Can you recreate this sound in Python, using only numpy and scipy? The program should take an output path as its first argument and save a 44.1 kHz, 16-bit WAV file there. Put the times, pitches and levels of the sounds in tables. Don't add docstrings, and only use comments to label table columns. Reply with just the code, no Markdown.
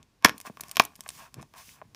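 import sys
import numpy as np
from scipy import signal
from scipy.fft import rfft, irfft
from scipy.io import wavfile
from scipy.ndimage import uniform_filter1d

SR = 44100
rng = np.random.default_rng(int(sys.argv[2]) if len(sys.argv) > 2 else 0)


def dump_mix(stems):
    frames = np.atleast_2d(stems).T
    limited = np.clip(frames, -1, 1)
    pcm = np.round(limited * 32767).astype(np.int16)
    wavfile.write(sys.argv[1], SR, pcm)


N = 85995
HIT_SIZE = 8192

# frequency in Hz, spectral level in dB.
AIR_TONE = [(25, -15), (65, -1.5), (110, -9.5), (280, -14.5), (600, -21.5), (1500, -26), (5000, -28.5),
            (15000, -41)]
# band centre in Hz, time to fall 60 dB in seconds, level in dB.
ECHO_BANDS = [(120, 0.35, -15.5), (302, .25, -16), (815, 0.24, -23), (1800, .19, -22), (3980, .18, -21),
              (8000, 0.14, -21.5), (14000, .16, -25.5)]
# pitch in Hz, width in Hz, gain in dB.
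SHEET_MODES = [(448, 100, -11.5), (700, 80, -20), (813, 510, 0), (1073, 130, 4), (1483, 150, -6.5),
               (1662, 160, -5.5), (1810, 310, -2), (2368, 390, 3), (3340, 360, -4.5), (4200, 210, -12.5),
               (5264, 330, 0.5), (6150, 560, -17.5)]
# pitch in Hz, width in Hz, gain in dB.
BOX_MODES = [(140.3, 18, -10), (197, 62, -1), (249, 51, 2), (292.8, 16, 0.5)]
# time in seconds, level in dB.
RUMBLE_FADER = [(0, -56.5), (0.1, -88), (0.4, -75), (0.65, -62), (0.9, -74), (1.2, -63.5), (1.32, -74),
                (1.39, -42.5), (1.47, -72), (1.7, -69), (1.95, -64)]
# frequency in Hz, spectral level in dB.
HISS_TONE = [(200, -26.5), (1000, -14), (2500, 0.5), (4000, -1), (6000, 3), (8000, -1.5), (10000, -0.5),
             (13000, -5.5), (15500, 0.5)]
# time in seconds, level in dB.
HISS_FADER = [(0.21, -88), (0.38, -62.5), (0.44, -67), (0.465, -43), (0.48, -50.5), (0.495, -64.5),
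              (0.56, -68.5), (0.66, -59.5), (0.93, -69), (1.05, -63), (1.11, -55), (1.185, -50.5),
              (1.25, -56.5), (1.30, -72), (1.53, -73.5), (1.58, -49), (1.64, -54.5), (1.70, -52),
              (1.75, -57.5), (1.81, -75)]
# time in seconds, level in dB.
JUDDER_FADER = [(0.0, -65.5), (0.06, -79.5), (0.205, -83), (0.243, -42), (0.31, -50), (0.39, -66.5),
                (0.444, -67), (0.458, -42.5), (0.478, -44), (0.495, -64), (0.55, -74.5), (0.64, -57),
                (0.73, -58), (0.87, -83.5), (1.04, -68), (1.065, -56.5), (1.13, -69), (1.20, -50),
                (1.27, -54), (1.31, -78.5), (1.40, -50.5), (1.48, -82), (1.525, -80.5), (1.545, -56),
                (1.61, -52), (1.65, -73), (1.79, -62), (1.87, -77)]
# start in seconds, level in dB, centre in Hz.
BOX_BUMPS = [(0.2496, 3.5, 1400), (0.2509, -9.5, 306), (0.278, -23.5, 1100), (0.313, -36, 200),
             (0.343, -41, 250), (0.362, -43.5, 217), (0.452, -37.5, 880), (0.473, -39, 249),
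             (0.4983, -37, 680), (0.4994, -32.5, 190), (0.509, -47.5, 195), (0.598, -37.5, 1143),
             (0.612, -46.5, 250), (0.633, -42.5, 185), (0.7715, -22.5, 1210), (0.8000, -2, 1080),
             (0.921, -53, 1003), (0.935, -52, 1118), (0.990, -45.5, 201), (0.993, -48, 1000),
             (1.0622, -36.5, 1540), (1.0645, -37, 895), (1.367, -42.5, 200), (1.385, -37, 224.4),
             (1.401, -45.5, 246), (1.414, -43, 170.2), (1.442, -52, 198), (1.683, -51, 200),
             (1.8159, -36, 1033), (1.8206, -35, 720), (1.853, -46, 130)]
# start in seconds, level in dB, brightest frequency in Hz,
# sheet ring relative to the click in dB, upper edge in Hz.
FIBRE_TICKS = [(0.0288, -50, 6500, -7.5, 8550), (0.3802, -37, 7400, -37, 14700),
               (0.4023, -39.5, 6500, 1, 14800), (0.413, -36.5, 3130, -17, 14700),
               (0.6079, -30.5, 6300, -13.5, 14300), (0.6100, -29.5, 7000, -9.5, 15000),
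               (0.6364, -41.5, 8060, 4.5, 15000), (0.6839, -44, 5500, -4.5, 13160),
               (0.6941, -41.5, 5370, -7.5, 13000), (0.7135, -29, 7000, -11, 15000),
               (0.7172, -40, 6240, -12.5, 14000), (0.7515, -50, 6000, -3, 13000),
               (0.8027, -27.5, 12000, -23, 15000), (0.8193, -35.5, 12000, -8, 14700),
               (0.8223, -37.5, 12000, -13.5, 15200), (0.8380, -37, 11800, -13, 15100),
               (0.8516, -28, 7200, -8.5, 15000), (0.9554, -43.5, 5730, -14, 9120),
               (0.9615, -45, 9170, -10, 13100), (1.0073, -32.5, 10500, -8.5, 11560),
               (1.0375, -49, 6100, -15, 11600), (1.0795, -42.5, 6940, -20, 12050),
               (1.0899, -26.5, 8700, -10, 10500), (1.1040, -39.5, 5460, -2.5, 9200),
               (1.3424, -38.5, 10000, -3.5, 11570), (1.4137, -53, 6900, -1, 10000),
               (1.4203, -48.5, 7000, -17, 10000), (1.4275, -48, 8000, 4, 9500)]
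# frequency in Hz, spectral level in dB.
CRACK_TONE = [(30, -26.5), (120, -20.5), (500, -3), (1200, -16), (3000, -8.5), (5500, -11.5), (7500, -26),
              (12000, -5.5), (15500, -28.5)]
# start in seconds, level in dB, ring of the torn spot in Hz,
# its boost in dB, treble shelf in dB, box thump in dB, lag of the bass in milliseconds.
BRIDGE_SNAPS = [(0.2251, -44.5, 1503, 3, -3.5, 6.5, 0.57), (0.2458, -16, 4000, 2, 9.5, -3.5, 1.2),
                (0.2469, -6, 1950, 8.5, -6, 2.5, 0.78), (0.2484, -0.5, 5270, 9.5, -2, 0.5, 1.8),
                (0.2572, -17, 1674, 2, 0.5, 14, 0.99), (0.2585, -10, 1584, 11, -9.5, 11.5, 1.87),
                (0.262, -16.5, 2290, 10, 1, 2.5, 0.41), (0.2732, -30.5, 3120, 2.5, -11.5, 2, 0.63),
                (0.2858, -25.5, 2460, 2, -5, -4, 1.43), (0.2946, -19, 1560, 7.5, -8.5, -3, 0.71),
                (0.5716, -36.5, 1174, 12, -9.5, -24, 1.15), (0.7551, -39, 2400, 15, -1.5, -6.5, 2),
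                (0.7584, -33.5, 4500, 10.5, 6, -5, 1.5), (0.7692, -15.5, 2900, 9, 5, -9.5, 0.56),
                (0.7797, -31.5, 4500, 6.5, -10.5, 4.5, 2), (0.7976, -6.5, 5100, 12, -4.5, -10, 1.12),
                (0.7973, -2, 2560, 16, -8, 4.5, 1.186), (1.4270, -40, 799, 32, -28, -8, 2),
                (1.5384, -42, 915, 11, -6, -6.5, 2.37), (1.5891, -48, 5420, 5, 6, -9, 2.32),
                (1.6914, -44, 2110, 16, -1.5, -4.5, 1.78), (1.9475, -38.5, 5420, 7.5, -4, -1.5, 1.14)]


def undb(db):
    return 10 ** (np.asarray(db) / 20)


def freqs(size):
    return np.maximum(np.arange(size // 2 + 1) * SR / size, 1)


def unit(x):
    return x / np.sqrt(np.mean(x ** 2))


def fader(points):
    return undb(np.interp(np.arange(N) / SR, *np.array(points).T))


def colour(points, size):
    hz, db = np.array(points).T
    gain = undb(np.interp(np.log(freqs(size)), np.log(hz), db))
    cepstrum = irfft(np.log(gain), size)
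    cepstrum[1:size // 2] *= 2
    cepstrum[size // 2 + 1:] = 0
    return np.exp(rfft(cepstrum))


def resonance(f, hz, width):
    return 1 / (1 + 1j * (f * f - hz * hz) / (f * width))


def ring(f, modes):
    return sum(undb(db) * resonance(f, hz, width) for hz, width, db in modes)


def soften(f, hz):
    return 1 / (1 + 1j * f / hz - (f / hz) ** 2) ** 2


def noise_bed(tone):
    return unit(irfft(rfft(rng.standard_normal(N)) * tone, N))


def spray(decay_s):
    cracks = rng.standard_normal(HIT_SIZE) * np.exp(-np.arange(HIT_SIZE) / SR / decay_s)
    return rfft(cracks / np.linalg.norm(cracks))


def add_hit(out, start_s, spectrum, db):
    hit = irfft(spectrum)[:HIT_SIZE // 2]
    hit = hit / np.linalg.norm(hit) * np.sqrt(SR / 1000) * undb(db)
    i = int(np.clip(start_s * SR, 0, N - 1))
    out[i:i + len(hit)] += hit[:N - i]


def room_air(level_db=-68):
    return noise_bed(colour(AIR_TONE, N)) * undb(level_db)


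def small_room(x, build_s=0.0062, early_s=0.005, early_db=-10, early_top_hz=6150):
    t, f = np.arange(N) / SR, freqs(N)
    noise = rfft(rng.standard_normal(N))
    log_centres = np.log(np.array(ECHO_BANDS)[:, 0])
    onset = 1 - np.exp(-(t / build_s) ** 2)
    echo = 0
    for pick, (_, t60, db) in zip(np.eye(len(ECHO_BANDS)), ECHO_BANDS):
        band = irfft(noise * np.interp(np.log(f), log_centres, pick), N)
        fade = onset * np.exp(-np.log(1000) * t / t60)
        echo = echo + undb(db) * band * fade / np.linalg.norm(fade)
    early = rng.standard_normal(N) * t * np.exp(-2 * t / early_s)
    early = irfft(rfft(early / np.linalg.norm(early)) / (1 + 1j * f / early_top_hz), N)
    return x + signal.fftconvolve(x, echo + undb(early_db) * early)[:N]


def hand_rumble():
    return noise_bed(resonance(freqs(N), hz=131, width=200) ** 2) * fader(RUMBLE_FADER)


def skin_hiss(flicker_db=0.88):
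    flicker = unit(uniform_filter1d(rng.standard_normal(N), size=300))
    return noise_bed(colour(HISS_TONE, N)) * undb(flicker_db * flicker) * fader(HISS_FADER)


def sheet_judder(catches_per_s=2700, spread_db=3.5):
    f = freqs(N)
    catches = (rng.random(N) < catches_per_s / SR) * rng.choice([-1, 1], N)
    catches = catches * undb(spread_db * rng.standard_normal(N))
    ringing = rfft(catches) * ring(f, SHEET_MODES) * resonance(f, hz=1100, width=760)
    return unit(irfft(ringing, N)) * fader(JUDDER_FADER)


def box_bumps(q=0.9, box_db=-6.5, push_db=3.5, top_ratio=1.5):
    out, f = np.zeros(N), freqs(HIT_SIZE)
    push = undb(push_db) * colour(CRACK_TONE, HIT_SIZE)
    body = ring(f, SHEET_MODES) + undb(box_db) * ring(f, BOX_MODES) + push
    for start_s, db, hz in BOX_BUMPS:
        blunt = resonance(f, hz, hz / q) ** 2 / (1 + 1j * f / (top_ratio * hz))
        add_hit(out, start_s, body * blunt, db)
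    return out


def fibre_ticks(q=0.43, low_cut_hz=1780, broadband_db=1, spray_db=6.5):
    out, f = np.zeros(N), freqs(HIT_SIZE)
    sheet = ring(f, SHEET_MODES)
    low_cut = (1j * f / (low_cut_hz + 1j * f)) ** 2
    for start_s, db, hz, sheet_db, top_hz in FIBRE_TICKS:
        tone = (undb(broadband_db) + resonance(f, hz, hz / q)) * low_cut * soften(f, top_hz)
        click = 1 + undb(spray_db) * spray(decay_s=0.0015)
        add_hit(out, start_s, click * tone, db)
        add_hit(out, start_s, sheet, db + sheet_db)
    return out


def bridge_snaps(spot_q=3.7, shelf_hz=4500, lag_hz=1830, splinter_db=-3):
    out, f = np.zeros(N), freqs(HIT_SIZE)
    sheet, box, crack = ring(f, SHEET_MODES), ring(f, BOX_MODES), colour(CRACK_TONE, HIT_SIZE)
    treble = f ** 2 / (f ** 2 + shelf_hz ** 2)
    return_db, round_trip_s = -3.5, 1 / 860
    edge_comb = 1 - undb(return_db) * np.exp(-2j * np.pi * f * round_trip_s)
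    for start_s, db, spot_hz, spot_db, treble_db, box_db, lag_ms in BRIDGE_SNAPS:
        splinters = undb(splinter_db) * treble * spray(decay_s=0.0041)
        body = sheet + undb(box_db) * box + crack * (edge_comb + splinters)
        torn_spot = 1 + (undb(spot_db) - 1) * resonance(f, spot_hz, spot_hz / spot_q)
        chirp = np.exp(-2j * np.pi * lag_ms / 1000 * lag_hz * np.arctan(f / lag_hz))
        add_hit(out, start_s, body * torn_spot * undb(treble_db * treble) * chirp, db)
    return out


def scene():
    air = room_air()
    hits = bridge_snaps() + fibre_ticks() + box_bumps()
    handling = skin_hiss() + sheet_judder() + hand_rumble()
    return (small_room(hits + handling) + air)[None]


def record(dry, top_hz=15400):
    clipped = dry / (1 + dry ** 6) ** (1 / 6)
    high_cut = signal.ellip(10, 0.2, 90, top_hz, fs=SR, output="sos")
    return signal.sosfilt(high_cut, clipped)


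dry = scene()
out = record(dry)
dump_mix(out)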